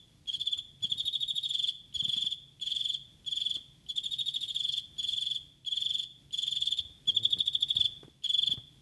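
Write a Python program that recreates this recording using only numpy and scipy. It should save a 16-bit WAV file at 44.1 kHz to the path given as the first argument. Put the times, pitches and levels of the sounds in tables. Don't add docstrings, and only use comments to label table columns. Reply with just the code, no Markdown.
import sys
import numpy as np
from scipy import signal
from scipy.fft import rfft, irfft
from scipy.io import wavfile

SR = 44100
rng = np.random.default_rng(int(sys.argv[2]) if len(sys.argv) > 2 else 0)


def to_linear_factor(level_db):
    exponent = np.asarray(level_db, float) / 20
    return 10 ** exponent


def dump(signal):
    limited = np.clip(np.atleast_2d(signal).T, -1, 1)
    pcm = np.round(limited * 32767).astype(np.int16)
    wavfile.write(sys.argv[1], SR, pcm)


N = 388521

# pitch_hz, width_hz, level_db
WING_MODES = [(3400, 760, -4.5), (3450.4, 77, 6)]
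# time_s, level_db
UPPER_LEVEL = [(0, -7), (1.3, 11.5), (4.3, 14), (6.7, 9), (7.2, -18)]
# pitch_hz, level_db
OVERTONE_RADIATION = [(6000, -42), (6700, -4), (7300, -4), (7700, -21), (9600, -31), (10300, -17),
                      (11000, -10), (11500, 6)]
# pitch_hz, level_db_per_hz
RASP_COLOUR = [(900, -45), (1500, -18), (2500, -11.5), (3400, 17), (3800, -2.5), (4250, 7.5), (4900, -3.5),
               (5900, -11.5), (7200, -8), (9500, -13.5), (11000, -16), (12300, -9)]
# start_s, click_peak_db, settled_tooth_rate_hz, grit_db
TRILL_STARTS = [(-.25, -60, 3530, 0), (0.2578, -56, 3460, 0), (0.807, -54.5, 3555, -1),
                (1.926, -54, 3520, 0), (2.597, -49.5, 3540, 0), (3.246, -53.5, 3520, -1),
                (3.8627, -52.5, 3545, 1), (4.9651, -51, 3530, 0), (5.6475, -48, 3540, 0),
                (6.308, -52.5, 3560, 3), (7.0554, -57, 3545, 0), (8.222, -53, 3500, .5)]
# first_s, last_s, count, length_ms, settled_peak_db
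WIDE_STROKES = [(.2744, .2744, 1, 26, -19), (.327, .327, 1, 26.5, -22.5), (.394, .394, 1, 27, -21.5),
                (.455, .512, 2, 26, -19.5), (.5737, .5737, 1, 20, -25), (.8241, .897, 2, 30, -18),
                (.972, 1.425, 7, 37, -19.5), (3.8877, 3.8877, 1, 21.8, -23), (3.958, 3.958, 1, 29, -18),
                (4.0315, 4.255, 4, 36, -21), (4.3343, 4.4758, 3, 34.5, -22), (6.604, 6.706, 3, 24.2, -17.5),
                (6.7695, 6.7695, 1, 25.8, -16), (7.0729, 7.0729, 1, 29.5, -14.5),
                (7.1466, 7.1466, 1, 30.5, -12), (7.2273, 7.2273, 1, 30.6, -12.2),
                (7.2998, 7.2998, 1, 37, -14), (7.3821, 7.528, 3, 28.4, -15.5), (7.602, 7.6796, 2, 32, -15)]
# first_s, last_s, count, length_ms, settled_peak_db
NARROW_STROKES = [(-.23, -.14, 3, 25, -24), (1.4876, 1.6692, 5, 24.6, -19.5),
                  (1.9418, 2.0775, 4, 24.5, -20.5), (2.1175, 2.2504, 4, 25, -21),
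                  (2.3052, 2.3052, 1, 24.4, -20.5), (2.6125, 2.658, 2, 23, -24.5),
                  (2.7024, 2.927, 6, 24.5, -21.3), (3.2632, 3.538, 7, 24.3, -22),
                  (4.5448, 4.7634, 6, 23.5, -21), (4.982, 5.342, 9, 24.4, -21.5),
                  (5.662, 5.8025, 4, 25.4, -21.5), (5.845, 5.979, 4, 23.7, -20.3),
                  (6.0263, 6.0263, 1, 15.2, -26), (6.328, 6.553, 6, 22, -20.5),
                  (7.7495, 7.84, 3, 22.5, -14), (8.2373, 8.2373, 1, 26.5, -18.5),
                  (8.289, 8.4608, 5, 21, -17.2), (8.5017, 8.5017, 1, 25.7, -17)]
# time_s, level_db
ROOM_LEVEL = [(6.6, 0), (7.0, -3)]
# delay_ms, level_db
EARLY_ECHOES = [(2.0, -29), (6.5, -19.5), (10.5, -16.5), (14.0, -28), (19, -18.5), (26, -34)]
# start_s, peak_db, thud_hz, brightness_db
FINGER_BUMPS = [(0.572, -55, 92, 6.5), (0.819, -51, 99, -16), (0.842, -46, 180, -22),
                (0.916, -49.5, 140, -25), (0.952, -52.5, 140, -9), (1.035, -51.5, 95, -18),
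                (1.334, -54.5, 153, -25), (1.962, -50.5, 77, -47), (2.024, -44, 139, -22),
                (2.054, -50, 207, -16), (2.08, -45, 137, -18), (2.164, -46.5, 181, -4),
                (2.241, -50, 172, -2), (3.566, -51.5, 274, 4.5), (6.797, -51, 83.4, -33),
                (6.848, -53, 78.1, -48), (6.898, -55, 75.4, -48), (7.08, -47, 159, -47),
                (7.371, -56, 148, 10), (7.754, -44, 124, -9), (7.787, -45, 90, -30), (7.838, -49, 108, -43),
                (8.031, -45, 394, -1), (8.044, -50, 127, -36), (8.08, -48.5, 316, -14),
                (8.492, -44.5, 161, -39), (8.518, -52, 97, -40), (8.536, -47, 264, -29),
                (8.574, -40.5, 116, -55)]
# time_s, slips_per_s, level_db
GRIP_CREAK = [(7.08, 88.3, -43), (7.118, 90.9, -56.5), (7.192, 110, -55), (7.248, 110, -55.5),
              (7.286, 97.8, -60), (7.326, 102, -64), (7.368, 90.3, -49.5), (7.43, 101, -56)]
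# time_s, level_db
HUM_LEVEL = [(0.0, -62.5), (2.77, -63), (4.66, -62.3), (6.53, -62.5), (7.26, -59), (7.75, -60), (8.24, -62),
             (8.81, -60)]
# pitch_hz, level_db_per_hz
AIR_COLOUR = [(15, -23), (25, -8), (107, -8), (142, -6.5), (199, -13), (316, -17), (400, -23.5),
              (455, -25.5), (1350, -35), (3430, -29.5), (10400, -39), (12200, -25.5), (15900, -88),
              (22000, -120)]

LEAD_S = .3
END_HZ, TOP_AT = 3150, 0.27
QUICK_GAP_MS, WIDEST_GAP_MS = 45, 76
SPEED_HZ_PER_MS, STALL_HZ_PER_MS, RASP_DB_PER_MS = 5.4, 1.3, -.2
COLD_HZ, COLD_STROKES, COLD_EARLY_MS = 285, .9, 3
COLD_DB, COLD_DB_STROKES, TIRE_DB, TIRE_HZ, LAST_DB = -5, 1.4, -.15, -3, -1.5
OVERTONE_DB, COLD_OVERTONE_DB = -52, 3
SCRAPE_DB, COLD_SCRAPE_DB = -52.5, -3
UPPER_HZ, UPPER_WIDTH_HZ = 3730, 165
NULL_HZ, NULL_WIDTH_HZ, NULL_DEPTH = 3615, 60, .9
SIDE_HZ, SIDE_WIDTH_HZ, SIDE_MS, SIDE_DB = 3660, 191, 15, 6
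SPLASH_HZ, SPLASH_WIDTH_HZ, SPLASH_DB = 4200, 420, -5
ROOM_T60_S, ROOM_DB = 0.57, -16.5
MOTOR_HZ, MOTOR_WIDTH_HZ, MOTOR_DB = 137, 12, -69


def rms_one(x):
    return x / np.sqrt(np.mean(x ** 2) + 1e-20)


def at_hz(points, hz):
    points = np.array(points)
    return np.interp(np.log(hz), np.log(points[:, 0]), points[:, 1])


def coloured(x, spectrum):
    hz = np.arange(len(x) // 2 + 1) * SR / len(x) + 1
    return rms_one(irfft(rfft(x) * to_linear_factor(at_hz(spectrum, hz)), len(x)))


def resonance(x, hz, width_hz):
    r = np.exp(-np.pi * width_hz / SR)
    top = np.array([1, 0, -1]) * (1 - r * r) / 2
    bottom = [1, -2 * r * np.cos(2 * np.pi * hz / SR), r * r]
    return signal.lfilter(top, bottom, x + 1e-18)


def steep_resonance(x, hz, width_hz):
    return resonance(resonance(x, hz, width_hz), hz, width_hz)


def wander(size, rate_hz):
    knots = rng.standard_normal(size // 8 + 2)
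    return np.interp(np.arange(size) * rate_hz / SR, np.arange(len(knots)), knots)


def level_at(points, s):
    return to_linear_factor(np.interp(s, *np.transpose(points)))


def add(out, s, piece):
    i = round(s * SR)
    out[i:i + len(piece)] += piece[:len(out) - i]


def strokes():
    song = []
    for first, last, count, length_ms, peak_db in WIDE_STROKES + NARROW_STROKES:
        song += [(s, length_ms, peak_db) for s in np.linspace(first, last, round(count))]
    s, ms, db = np.transpose(sorted(song))
    opened, _, hz, grit_db = np.transpose(TRILL_STARTS)
    trill = np.searchsorted(opened, s) - 1
    place = np.arange(len(s)) - np.searchsorted(s, opened)[trill]
    is_last = np.diff(trill, append=99) > 0
    wind_up = np.minimum(1000 * np.diff(s, prepend=-1), WIDEST_GAP_MS) - QUICK_GAP_MS
    cold = np.exp(-place / COLD_STROKES)
    weak = np.exp(-place / COLD_DB_STROKES)
    early_ms = COLD_EARLY_MS * cold
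    chance = rng.standard_normal((len(s), 4)) * [15, .5, 2, 1.5]

    top_hz = hz[trill] + SPEED_HZ_PER_MS * wind_up - COLD_HZ * cold + TIRE_HZ * place + chance[:, 0]
    end_hz = END_HZ + STALL_HZ_PER_MS * wind_up
    peak_db = db + COLD_DB * weak + TIRE_DB * place + LAST_DB * is_last + chance[:, 1]
    overtone_db = OVERTONE_DB + grit_db[trill] + COLD_OVERTONE_DB * weak + chance[:, 2]
    cleaner_db = RASP_DB_PER_MS * np.minimum(wind_up, np.roll(wind_up, -1)) * (place > 0)
    scrape_db = SCRAPE_DB + grit_db[trill] + cleaner_db + COLD_SCRAPE_DB * cold + chance[:, 3]
    return np.transpose([s - early_ms / 1000, ms + early_ms, top_hz, end_hz, peak_db, overtone_db, scrape_db])


def stroke(s, ms, top_hz, end_hz, peak_db, overtone_db):
    size = 3072
    share = np.arange(size) / (ms / 1000 * SR) - .05
    rising = 110 * np.clip(1 - share / TOP_AT, 0, 2) ** 2
    sagging = (top_hz + 30 - end_hz) * np.clip((share - TOP_AT) / (1 - TOP_AT), 0, 1.3) ** 1.903
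    uneven_teeth = 14 * wander(size, 389)
    rate = top_hz + 30 - rising - sagging + uneven_teeth
    phase = 2 * np.pi * (np.cumsum(rate) / SR + rng.random())
    contact = np.clip((share + .05) / .15, 0, 1) * np.clip((1.06 - share) / .09, 0, 1)
    swell = to_linear_factor(19.3 * np.minimum(share, 1) + 1.1 * wander(size, 297.3))
    drive = contact * swell * np.sin(phase)

    tone = sum(to_linear_factor(db) * resonance(drive, hz, width_hz) for hz, width_hz, db in WING_MODES)
    tone = tone + level_at(UPPER_LEVEL, s) * resonance(drive, UPPER_HZ, UPPER_WIDTH_HZ)
    near_null = np.exp(-((rate - NULL_HZ) / NULL_WIDTH_HZ) ** 2)
    tone = tone * (1 - NULL_DEPTH * np.clip(5 * (share - TOP_AT), 0, 1) * near_null)
    sideways = np.roll(steep_resonance(drive, SIDE_HZ, SIDE_WIDTH_HZ), round(SIDE_MS / 1000 * SR))
    side_db = SIDE_DB + 1.5 * np.interp(s, *np.transpose(ROOM_LEVEL))
    tone = tone + to_linear_factor(side_db) * sideways

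    catch = to_linear_factor(-7 + .08 * (top_hz - 3700)) * np.exp(-((share - .16) / .08) ** 2) * rng.standard_normal(size)
    splash_gain = to_linear_factor(SPLASH_DB + 4 * rng.standard_normal())
    splash = splash_gain * steep_resonance(catch, SPLASH_HZ, SPLASH_WIDTH_HZ)
    tone = tone + np.abs(tone).max() * (steep_resonance(catch, 3370, 330) + splash)

    fading_db = overtone_db + 7 - 6 * np.minimum(share, 1) + 3 * wander(size, 200)
    fading = contact * np.clip(share / .25 + .2, 0, 1) * to_linear_factor(fading_db)
    overtones = sum(to_linear_factor(at_hz(OVERTONE_RADIATION, k * rate)) * np.sin(k * phase) for k in (2, 3))
    return to_linear_factor(peak_db) * tone / np.abs(tone).max() + fading * overtones


def rasp(size, song):
    gate = np.zeros(size)
    moments = [0, .3, .55, .95, 1.15, 1.5, 1.85, 2]
    pressure = [0, 0.45, 0.54, 0.85, 0.36, 0.33, 0.25, 0]
    for s, ms, *_, scrape_db in song:
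        share = np.arange(round(2 * ms / 1000 * SR)) / (ms / 1000 * SR)
        add(gate, s + LEAD_S - .004, to_linear_factor(scrape_db + 10.5) * np.interp(share, moments, pressure))
    grains = to_linear_factor(1.85 * np.minimum(rng.exponential(1, size), 5))
    grit = coloured(rng.standard_normal(size) * grains, RASP_COLOUR)
    edges = [700, 2600, 3850, 4700, 6000, 8000, 10000, 13000]
    patchy = np.zeros(size)
    for k, pair in enumerate(zip(edges, edges[1:])):
        band = signal.sosfilt(signal.butter(2, pair, "band", fs=SR, output="sos"), grit)
        patchy += to_linear_factor(3.8 * wander(size, 45)) * band * (-1) ** k
    return gate * to_linear_factor(2.5 * wander(size, 300)) * patchy


def lifts(size):
    out = np.zeros(size)
    for s, db, _, _ in TRILL_STARTS:
        brush = rng.standard_normal(1200) * np.exp(-np.arange(1200) / (0.007 * SR))
        add(out, s + LEAD_S, to_linear_factor(db + 18) * (steep_resonance(brush, 3200, 560) + to_linear_factor(-34) * brush))
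    return out


def room(x):
    t = np.arange(SR) / SR
    echo = rng.standard_normal(SR) * to_linear_factor(-60 * t / ROOM_T60_S) * np.clip(t / 0.044, 0, 1)
    echo = to_linear_factor(ROOM_DB) * echo / np.linalg.norm(echo)
    echo = echo + to_linear_factor(2) * resonance(echo, 3550, 180) - 0.93 * resonance(echo, 3760, 300)
    for ms, db in EARLY_ECHOES:
        add(echo, ms / 1000, to_linear_factor(db) * np.ones(1))
    return signal.fftconvolve(x, echo)[:len(x)]


def bumps():
    out = np.zeros(N)
    t = np.arange(4000) / SR
    for s, db, hz, bright_db in FINGER_BUMPS:
        thud = np.sin(2 * np.pi * hz * t) * np.exp(-t * hz / 0.91) * (1 - np.exp(-t * hz / 0.18)) ** 2
        puff = resonance(rng.standard_normal(len(t)), 220, 267) * np.exp(-t / 0.015)
        tick = resonance(rng.standard_normal(len(t)), 1000, 1200) * np.exp(-t / 0.015)
        add(out, s, to_linear_factor(db) * (3.52 * thud + 1.78 * puff + to_linear_factor(bright_db - 3.5) * tick))
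    return out


def creak():
    s, per_s, db = np.transpose(GRIP_CREAK)
    t = np.arange(s[0], s[-1], 1 / SR)
    turns = np.cumsum(np.interp(t, s, per_s) * (1 + .05 * wander(len(t), 58.4))) / SR
    slips = np.diff(np.floor(turns), prepend=0) * to_linear_factor(2.7 * wander(len(t), 98.8))
    body = resonance(slips, 118, 49) - to_linear_factor(-18) * resonance(slips, 450, 260)
    out = np.zeros(N)
    add(out, s[0], rms_one(body) * to_linear_factor(np.interp(t, s, db)) * signal.windows.tukey(len(t), .15))
    return out


def hum():
    motor = steep_resonance(rng.standard_normal(N), MOTOR_HZ, MOTOR_WIDTH_HZ)
    loudness = level_at(HUM_LEVEL, np.arange(N) / SR) * to_linear_factor(2.0 * wander(N, 9))
    air = loudness * coloured(rng.standard_normal(N), AIR_COLOUR)
    air = signal.sosfilt(signal.butter(10, 11250, fs=SR, output="sos"), air)
    return air + to_linear_factor(MOTOR_DB) * rms_one(motor)


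def scene():
    size, song = N + round(LEAD_S * SR), strokes()
    cricket = rasp(size, song) + lifts(size)
    for s, *motion, _ in song:
        add(cricket, s + LEAD_S, stroke(s, *motion))
    answer = level_at(ROOM_LEVEL, np.arange(N) / SR) * room(cricket)[-N:]
    mix = cricket[-N:] + answer + bumps() + creak() + hum()
    return mix[None]


def low_pass(x):
    return signal.sosfilt(signal.butter(12, 12350, fs=SR, output="sos"), x)


def record(dry):
    top_cut = signal.cheby2(12, 60, 12900, fs=SR, output="sos")
    bass_cut = signal.butter(4, 38, "high", fs=SR, output="sos")
    mix = signal.sosfilt(np.vstack([top_cut, bass_cut]), dry)
    return low_pass(mix)


dry = scene()
out = record(dry)
dump(out)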